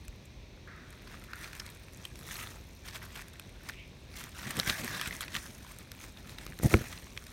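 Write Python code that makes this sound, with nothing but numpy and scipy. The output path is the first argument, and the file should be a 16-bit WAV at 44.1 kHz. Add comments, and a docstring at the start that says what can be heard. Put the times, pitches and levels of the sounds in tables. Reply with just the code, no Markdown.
"""Dry leaf litter slides and crinkles in uneven swells as someone crouching in it at night shifts about.
Tiny fractures ring patches of leaf over sliding noise; single blades and stalks buckle and snap.
Plants knock and drag on the hand-held microphone, hardest near the end, and its housing rings.
Below: soft swishes, a dull ground shuffle, low handling rumble and a faint steady hiss."""
import sys
import numpy as np
from scipy import signal
from scipy.fft import rfft, irfft, next_fast_len
from scipy.io import wavfile
from scipy.ndimage import uniform_filter1d

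SR = 44100
rng = np.random.default_rng(int(sys.argv[2]) if len(sys.argv) > 2 else 0)


def digitize_waveform(pressure):
    """Quantize a signal to 16-bit integers and store it at the path in sys.argv[1].

    Rows of a 2-D input are taken as channels; values are limited to [-1, 1].
    """
    field = np.atleast_2d(pressure).T
    bounded = np.clip(field, -1, 1)
    quanta = np.round(bounded * 32767).astype(np.int16)
    wavfile.write(sys.argv[1], SR, quanta)


N = 322812

# pushes through the litter: (peak time [s], body level [dB], top re body [dB], rise [s], fall [s])
PUSHES = [(1.14, -55, -9, 0.11, 0.094), (1.435, -49.5, -4, 0.078, .07), (1.57, -53, -5, 0.068, 0.072),
          (1.68, -57, -8, .03, .08), (2.042, -58, -6, 0.085, 0.058), (2.321, -48, 0.5, 0.084, 0.085),
          (2.41, -48, -4.5, 0.074, .14), (2.87, -49, -4, 0.023, 0.051), (2.96, -47, -5, .035, 0.025),
          (3.03, -50, -7, 0.02295, 0.041), (3.161, -50, -7, 0.063, 0.081), (3.68, -52, -6.5, 0.043, 0.0527),
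          (4.19, -47, -5.5, 0.063, 0.1), (4.39, -50, -4, 0.053, 0.069), (4.5, -42, -9, 0.092, 0.083),
          (4.59, -41.5, -7.5, 0.037, 0.053), (4.69, -37, -6, 0.046, 0.0594), (4.81, -44.5, -2, .15, .2),
          (5.0, -40, -10, .14, 0.077), (5.07, -43, -7, 0.028, 0.0272), (5.151, -48, -4.5, 0.0562, .06),
          (5.218, -42, -10.5, .013, 0.048), (5.367, -42, -8, 0.051, .025), (5.42, -52, 0.5, 0.068, .11),
          (5.71, -56.5, -5, 0.11, 0.062), (5.81, -55, -5.5, .03, 0.0297), (6.04, -55.5, -1.5, 0.101, 0.077),
          (6.18, -55.5, -4, 0.019, .03), (6.311, -55.5, -4.5, .08, .08), (6.42, -55.5, -7, 0.039, 0.14),
          (6.65, -43.5, -1.5, 0.032, 0.049), (6.72, -43, -3, 0.033, 0.11), (6.91, -49, -5, .12, 0.1)]
# faint stirring between pushes: (time [s], body level [dB], top level [dB])
STIRRING = [(0, -72, -71), (.6, -72, -90), (.85, -64, -71.5), (1.8, -65, -66.5), (2.7, -72, -67),
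            (3.4, -63, -68.5), (3.95, -71, -73), (5.6, -62, -63.5), (5.88, -68, -68.5), (7.3, -61, -60.5)]
# rustle body: (frequency [Hz], relative level [dB])
BODY_SPECTRUM = [(600, 0), (800, -3), (1150, -0.5), (1800, 2), (2450, -1), (3200, -4), (4000, -5.5),
                 (5000, -7)]
# crisp rustle top: (frequency [Hz], relative level [dB])
TOP_SPECTRUM = [(5000, -0.5), (6000, -0.5), (7500, -6), (9200, -2), (11000, -2.5), (13500, -6.5),
                (15700, -6)]
# blades and stalks buckling:
# (time [s], relative body level [dB], pitch [Hz], woodiness [0-1], relative top level [dB], decay [s])
BUCKLES = [(0.082, -44, 2300, 0.33, -39, 0.0012), (.6765, -44, 1550, 0.9, -60, 0.0018),
           (.9055, -54, 2980, 0, -45, .0026), (1.24, -44, 2000, 0.5, -43.5, 0.0017),
           (1.3343, -31, 1620, .7, -52, .001), (1.4435, -34, 2410, 0.2, -43, .003),
           (1.532, -37.5, 1400, 0.45, -43, 0.00225), (1.5522, -41, 2330, 0.4, -40, 0.0017),
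           (1.5995, -32.5, 5140, 0.56, -45, 0.0028), (1.6645, -40.5, 2110, .3, -38, 0.0014),
           (1.7025, -54, 1620, 0.11, -40, 0.0011), (1.9733, -58, 5600, 0.4, -43, 0.0012),
           (2.053, -30.5, 3143, 0.67, -36.5, 0.0022), (2.1573, -42.5, 5600, 0.4, -45, 0.002),
           (2.1908, -45, 5500, 0.4, -42, 0.0021), (2.3565, -33.5, 4240, 0.63, -57.5, .0011),
           (2.958, -38, 2259, 0.36, -43, 0.00757), (3.1613, -37.5, 1689, 0.4, -43, 0.0027),
           (3.176, -43, 2500, 0.29, -39, .0012), (3.2215, -40.5, 1774, 0.7, -43, 0.0015),
           (3.2835, -49, 2260, 0.24, -41, 0.0011), (3.3973, -35.5, 2527, 0.5, -35.5, 0.0016),
           (3.6897, -33, 2050, 0.36, -36, 0.001893), (3.697, -30, 1774, 0.72, -50, 0.00263),
           (4.2399, -37.5, 2002, 0.45, -34, 0.0008), (4.5076, -31, 1840, .5, -29.5, 0.0036),
           (4.569, -31, 2092, 0.41, -29, .0017), (4.592, -30.5, 5555, 0.1, -27, .0029),
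           (4.5994, -15, 3950, 0.75, -25, 0.00087), (4.6325, -31, 2130, 0.68, -54, 0.00086),
           (4.6764, -28, 5527, 0.3, -28, 0.002), (4.6972, -21, 2660, 0.2, -29.5, 0.0036),
           (4.699, -18, 3596, 0.77, -49, 0.0008), (4.7045, -26.5, 1540, 0.33, -29, 0.0012),
           (4.8455, -38, 5760, 0.4, -27.5, .0012), (4.9974, -32, 2486, .5, -47.5, .002),
           (5.0138, -23.5, 2375, 0.37, -26, 0.00096), (5.0595, -32.5, 2317, 0.68, -46, 0.0025),
           (5.075, -34, 2098, 0.36, -31, 0.00331), (5.1102, -28.5, 1945, .8, -53, 0.0029),
           (5.128, -34, 2050, 0.63, -52, 0.003), (5.2086, -29, 3605, 0.1, -27.5, 0.0013),
           (5.215, -49.5, 3606, 0.12, -31, 0.0021), (5.223, -36.5, 2327, 0.47, -44, .0031),
           (5.2815, -34, 2540, 0.42, -48, 0.0013), (5.345, -30.5, 3118, 0.77, -32, 0.00085),
           (5.3528, -26, 2982, 0.7, -41.5, 0.0016), (5.365, -23.5, 3105, 0.66, -40, 0.00072),
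           (5.787, -52, 5495, 0.22, -36, 0.0013), (5.918, -35.5, 5440, 0.54, -34.5, 0.00099),
           (6.0414, -38.5, 1069, 0.38, -53, .0014), (6.2954, -39, 3991, 0.54, -42, 0.00089),
           (6.3853, -35, 2715, 0.45, -44, 0.00235), (6.4658, -33.5, 1211, 0.39, -36, 0.001),
           (6.5898, -37.5, 3578, 0.22, -37, 0.0017), (6.634, -42, 5530, 0.22, -31, .005),
           (6.668, -43, 2180, 0.6, -31.5, .0013), (6.7408, -25.5, 3300, 0.34, -27, 0.0019),
           (6.928, -37, 1631, 0.1, -42, 0.0037), (6.977, -39, 4110, 0.33, -58, 0.0021),
           (7.176, -29, 2533, 0.52, -53, .0012)]
# knocks on the housing: (time [s], impulse [dB], contact [s], rebounds [count])
HOUSING_KNOCKS = [(.078, -24, 0.014, 0), (3.69, -38, 0.00406, 0), (4.674, -28.5, 0.0027, 0),
                  (4.696, -31, 0.005, 1), (5.073, -34, 0.0035, 0), (6.4656, -42, 0.00064, 0),
                  (6.599, -36, 0.00076, 0), (6.633, -23.5, .0012, 0), (6.644, -17, 0.00488, 0),
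                  (6.659, -27.5, 0.0022, 4), (6.733, -27, 0.0015, 0), (6.7404, -16, 0.0003, 0),
                  (6.743, -10.5, 0.00088, 3), (6.81, -29.5, 0.0022, 1)]
# housing resonances: (frequency [Hz], gain [dB], t60 [s])
HOUSING_MODES = [(84, -10.5, 0.065), (138.7, -6, 0.038), (204.3, -1.5, 0.025), (365, -5, 0.035),
                 (499.8, 0, 0.018), (789.4, -5, 0.0054), (1550, 7.5, 0.0053), (2233, 11, 0.0061)]
# foliage dragging over the housing: (peak time [s], level [dB], rise [s], fall [s])
FOLIAGE_DRAGS = [(4.479, -46.5, 0.059, 0.0635), (4.595, -36, 0.033, 0.028), (4.695, -35, 0.031, 0.0289),
                 (4.85, -44.5, 0.04, 0.0283), (5.08, -41.5, 0.058, 0.064), (5.96, -53, 0.023, 0.049),
                 (6.26, -50.5, 0.05, 0.061), (6.41, -50.5, .04, 0.12), (6.655, -25.5, 0.0247, 0.021),
                 (6.755, -30.5, 0.054, 0.039)]
# dull rubbing: (frequency [Hz], relative level [dB])
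SHUFFLE_SPECTRUM = [(70, -7), (130, -1), (190, -4), (260, -8), (450, -16.5), (800, -18.5)]
# soft swishes: (time [s], level [dB], nominal low edge [Hz], nominal high edge [Hz], rise [s], t60 [s])
SWISH_BANDS = [(0.675, -51.5, 1240, 2040, .001, 1.21), (1.287, -54, 1275, 1874, 0.0032, 0.58),
               (1.333, -50.5, 1360, 1990, 0.004, 1.44), (3.795, -50.5, 2301, 2930, 0.041, .42)]
# handling rumble: (frequency [Hz], relative level [dB])
RUMBLE_SPECTRUM = [(13, -27), (22, -4), (37, 3.5), (59, 1.5), (131, -5.5), (176, -9.5), (226, -10.5),
                   (281, -14), (389, -13.5), (421, -18), (601, -19), (771, -27), (900, -25), (1170, -28),
                   (1980, -120)]
# steady hiss: (frequency [Hz], relative level [dB])
HISS_SPECTRUM = [(650, 2.5), (900, -6), (1600, -3), (2400, 4.5), (3100, -1), (3700, 2), (4400, -0.5),
                 (5400, -4), (6200, -6), (7200, -16.5), (9500, -16.5), (11000, -19), (16000, -21)]
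# microphone port, three dips and one lift: (centre [Hz], width [Hz], gain [dB])
PORT_BANDS = [(2950, 380, -3), (4770, 1000, -4.5), (7200, 4500, 2.5), (10500, 1850, -6.5)]

ORDINARY_DB = -45  # rustle body level at 0 dB effort


def leaves(body_db, top_db, fractures_per_s=1300, size_spread_db=4.5, clump_db=2.5, flutter_db=2.2):
    """Harder movement gives more fractures, and more sliding of blade on blade under them."""
    effort_db = body_db - ORDINARY_DB
    rate_per_s = fractures_per_s * from_db(0.5 * effort_db + clump_db * drift(30))
    sizes = from_db(size_spread_db * np.minimum(rng.exponential(1, N), 4))
    sizes /= np.sqrt(uniform_filter1d(rate_per_s, SR // 8))  # density leaves mean power unchanged
    coarse, fine = (rng.random((2, N)) < rate_per_s / SR) * sizes
    slide_gain = from_db(0.2 * effort_db)
    slide = slide_gain * from_db(flutter_db * drift(58)) * rng.standard_normal(N)

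    def with_slide(grains, weight):
        return (grains + weight * slide) / np.hypot(1, weight * slide_gain)

    body = with_slide(crinkle(coarse, 877, 6320, t60_cycles=13), weight=1.56)
    top = with_slide(crinkle(fine + 0.28 * coarse, 4800, 17000, t60_cycles=29), weight=1.17)
    body = wander(colour(body, BODY_SPECTRUM), 859, 4920, depth_db=2.4, rate_hz=7.5, count=14)
    top = wander(colour(top, TOP_SPECTRUM), 5140, 16600, depth_db=1.5, rate_hz=6.9, count=18)
    return body * from_db(body_db + 1.47) + top * from_db(top_db + 1.25)


def crinkle(fractures, low_hz, high_hz, t60_cycles, patches=14, hit_chance=0.3):
    """Each tiny fracture rings a few leaf patches, picked at random; rms 1."""
    at, out = np.flatnonzero(fractures), np.zeros(N)
    for hz in np.geomspace(low_hz, high_hz, patches):
        struck = np.zeros(N)
        struck[at] = fractures[at] * rng.standard_normal(len(at)) * (rng.random(len(at)) < hit_chance)
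        out += np.diff(ring(struck, hz, t60_cycles / hz), prepend=0)
    return unit_rms(out)


def wander(x, low_hz, high_hz, depth_db, rate_hz, count):
    """As other blades come into contact, bands swell and sink independently; rms 1."""
    size = next_fast_len(N)
    bin_hz = np.arange(size // 2 + 1) * SR / size
    band_index = np.interp(bin_hz, np.geomspace(low_hz, high_hz, count), np.arange(count))
    spectrum = rfft(x, size)
    bands = (irfft(spectrum * np.maximum(1 - abs(band_index - k), 0), size)[:N] for k in range(count))
    return unit_rms(sum(part * from_db(depth_db * drift(rate_hz)) for part in bands))


def movement():
    """Pushes add power to the faint stirring; returns rustle body and top levels [dB]."""
    times_s, *levels_db = np.transpose(STIRRING)
    body, top = from_db([np.interp(np.arange(N) / SR, times_s, db) for db in levels_db]) ** 2
    for peak_s, level_db, crisp_db, rise_s, fall_s in PUSHES:
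        push = swell(peak_s, level_db, rise_s, fall_s)
        body += push
        top += push * from_db(crisp_db) ** 2
    return 10 * np.log10(body), 10 * np.log10(top)


def snaps(rows, rise_share=0.4, t60_cycles=12, body_gain_db=-1.9157, top_gain_db=-6.0, size=1400):
    """A crease runs through a blade in a flurry of fractures; the woodier, the more it rings."""
    out = np.zeros(N + size)
    t = (np.arange(size) - size // 4) / SR
    decays_s = np.array(rows)[:, -1:]
    creases = np.exp(np.where(t < 0, t / rise_share, -t) / decays_s)
    coarse, fine = rng.standard_normal((len(rows), 2, size)).swapaxes(0, 1) * creases
    cracks = band(coarse, low_hz=926, high_hz=5050, passes=2)
    tops = band(fine, low_hz=6070, high_hz=13920, passes=2)
    for k, (time_s, body_db, hz, woody, top_db, _) in enumerate(rows):
        # the blade swings with the crease, then rings on
        swing = unit_burst(creases[k] * np.sin(2 * np.pi * hz * t))
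        ringing = unit_burst(np.gradient(ring(fine[k], hz, t60_cycles / hz)))
        note = unit_burst(swing + ringing)
        body = unit_burst(woody * note + (1 - woody) * unit_burst(cracks[k]))
        top = unit_burst(tops[k])
        snap = from_db(body_db + body_gain_db) * body + from_db(top_db + top_gain_db) * top
        start = max(round((time_s + t[0] - 0.0004) * SR), 0)
        out[start:start + size] += snap[:len(out) - start]
    return out[:N]


def ticks(effort_db, ordinary_per_s=11, scatter_db=4.5, woody=0.42, decay_s=0.0033, candidates=200):
    """Lesser chance snaps, denser and louder with effort; rows as in BUCKLES."""
    position, luck, pitch = rng.random((candidates, 3)).T
    local_db = effort_db[(position * N).astype(int)]
    body_db, top_db = 0.42 * local_db + scatter_db * rng.standard_normal((candidates, 2)).T
    hz = 1620 * (5600 / 1620) ** pitch
    columns = np.broadcast_arrays(position * N / SR, body_db - 44.5, hz, woody, top_db - 46, decay_s)
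    rate_per_s = ordinary_per_s * from_db(0.55 * local_db)
    return list(np.transpose(columns)[luck < rate_per_s * N / SR / candidates])


def knocks(rebound_gap_s=0.009, rebound_loss_db=5, rebound_contact_s=0.0026):
    """Knocks ring the housing, duller with longer contact; a springy stalk rebounds ever more weakly."""
    force = np.zeros(N)
    for time_s, impulse_db, contact_s, rebounds in HOUSING_KNOCKS:
        for k in range(round(rebounds) + 1):
            pulse = np.hanning(int((rebound_contact_s if k else contact_s) * SR))
            impulse = from_db(impulse_db - k * rebound_loss_db)
            start = round((time_s + k * rebound_gap_s) * SR)
            force[start:start + len(pulse)] += impulse * pulse / pulse.sum()
    return sum(from_db(gain_db) * ring(force, hz, t60_s) for hz, gain_db, t60_s in HOUSING_MODES)


def shuffle(effort_db, ordinary_db=-52.5, lumps_db=4):
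    """Dull ground rubbing follows the effort and surges as foliage drags over the housing."""
    ground_power = from_db(ordinary_db + 0.6 * effort_db) ** 2
    drag_power = sum(swell(*drag) for drag in FOLIAGE_DRAGS)
    lumpy = rng.standard_normal(N) * from_db(lumps_db * drift(16.2))
    return np.sqrt(ground_power + drag_power) * colour(lumpy, SHUFFLE_SPECTRUM)


def swishes():
    """Narrow noise bands that rise quickly and fade."""
    out = np.zeros(N)
    for time_s, level_db, low_hz, high_hz, rise_s, t60_s in SWISH_BANDS:
        t = np.arange(N) / SR - time_s
        noise = band(rng.standard_normal(N), low_hz / 1.175, high_hz * 1.12, passes=3)
        attack = np.exp(np.minimum(t, 0) / rise_s)
        out += unit_rms(noise) * attack * from_db(level_db - 60 * np.maximum(t, 0) / t60_s)
    return out


def background(rumble_db=-50, lumps_db=1.0, hiss_db=-60.7):
    """Lumpy rumble from the hand, plus even hiss."""
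    lumpy = rng.standard_normal(N) * from_db(lumps_db * drift(11))
    rumble = colour(lumpy, RUMBLE_SPECTRUM)
    hiss = colour(rng.standard_normal(N), HISS_SPECTRUM)
    return from_db(rumble_db) * rumble + from_db(hiss_db) * hiss


def swell(peak_s, level_db, rise_s, fall_s, roundness=1.3):
    """Power of one movement, 10 dB down at rise_s before and fall_s after its peak."""
    t = np.arange(N) / SR - peak_s
    away = np.maximum(-t / rise_s, t / fall_s)
    power, near = np.zeros(N), away < 5
    power[near] = from_db(level_db - 10 * away[near] ** roundness) ** 2
    return power


def drift(rate_hz, hop=40):
    """Slow random curve; rms 1."""
    pole = np.exp(-2 * np.pi * rate_hz * hop / SR)
    noise = rng.standard_normal(N // hop + 2002)
    slow = signal.lfilter([1], [1, -2 * pole, pole * pole], noise)[2000:]
    return np.interp(np.arange(N) / hop, np.arange(len(slow)), unit_rms(slow))


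def ring(clicks, hz, t60_s):
    """Resonator: a unit click starts a decaying unit sine."""
    r, w = from_db(-60 / (t60_s * SR)), 2 * np.pi * hz / SR
    return signal.lfilter([0, np.sin(w)], [1, -2 * r * np.cos(w), r * r], clicks + 1e-18)


def band(x, low_hz, high_hz, passes):
    """Cascaded causal band-pass."""
    sos = signal.butter(2, [low_hz, high_hz], "band", fs=SR, output="sos")
    for _ in range(passes):
        x = signal.sosfilt(sos, x + 1e-18)
    return x


def colour(x, spectrum):
    """Shape by a spectrum, with steep roll-off past its ends; rms 1."""
    hz, level_db = np.transpose(spectrum)
    size = next_fast_len(N)
    bin_hz = np.maximum(np.arange(size // 2 + 1) * SR / size, 1)
    roll_off = 1 / np.sqrt((1 + (hz[0] / bin_hz) ** 8) * (1 + (bin_hz / hz[-1]) ** 20))
    gain = from_db(np.interp(np.log(bin_hz), np.log(hz), level_db))
    return unit_rms(irfft(rfft(x, size) * roll_off * gain, size)[:N])


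def unit_burst(x):
    """Scale the loudest millisecond to rms 1."""
    return x / np.sqrt(uniform_filter1d(x * x, SR // 1000).max())


def unit_rms(x):
    """Scale to rms 1."""
    return x / np.sqrt(np.mean(x ** 2) + 1e-20)


def from_db(db):
    """Decibels to gain."""
    return 10 ** (np.asarray(db) / 20)


def scene():
    """One movement drives rustle, shuffle and ticks. Mono, close, open air, no echo."""
    body_db, top_db = movement()
    effort_db = body_db - ORDINARY_DB
    mix = leaves(body_db, top_db) + shuffle(effort_db) + knocks() + swishes() + background()
    mix += snaps(BUCKLES + ticks(effort_db))
    return mix[None]


def record(dry, low_cut_hz=42, high_cut_hz=15900, ceiling=0.55):
    """Microphone: port colouring, low cut, soft overload on the hardest knock, high cut."""
    for hz, width_hz, gain_db in PORT_BANDS:
        port_band = signal.lfilter(*signal.iirpeak(hz, hz / width_hz, fs=SR), dry)
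        dry = dry + (from_db(gain_db) - 1) * port_band
    dry = signal.sosfilt(signal.butter(4, low_cut_hz, "high", fs=SR, output="sos"), dry)
    dry = ceiling * np.tanh(dry / ceiling)
    return signal.sosfilt(signal.ellip(12, 0.2, 80, high_cut_hz, fs=SR, output="sos"), dry)


dry = scene()
out = record(dry)
digitize_waveform(out)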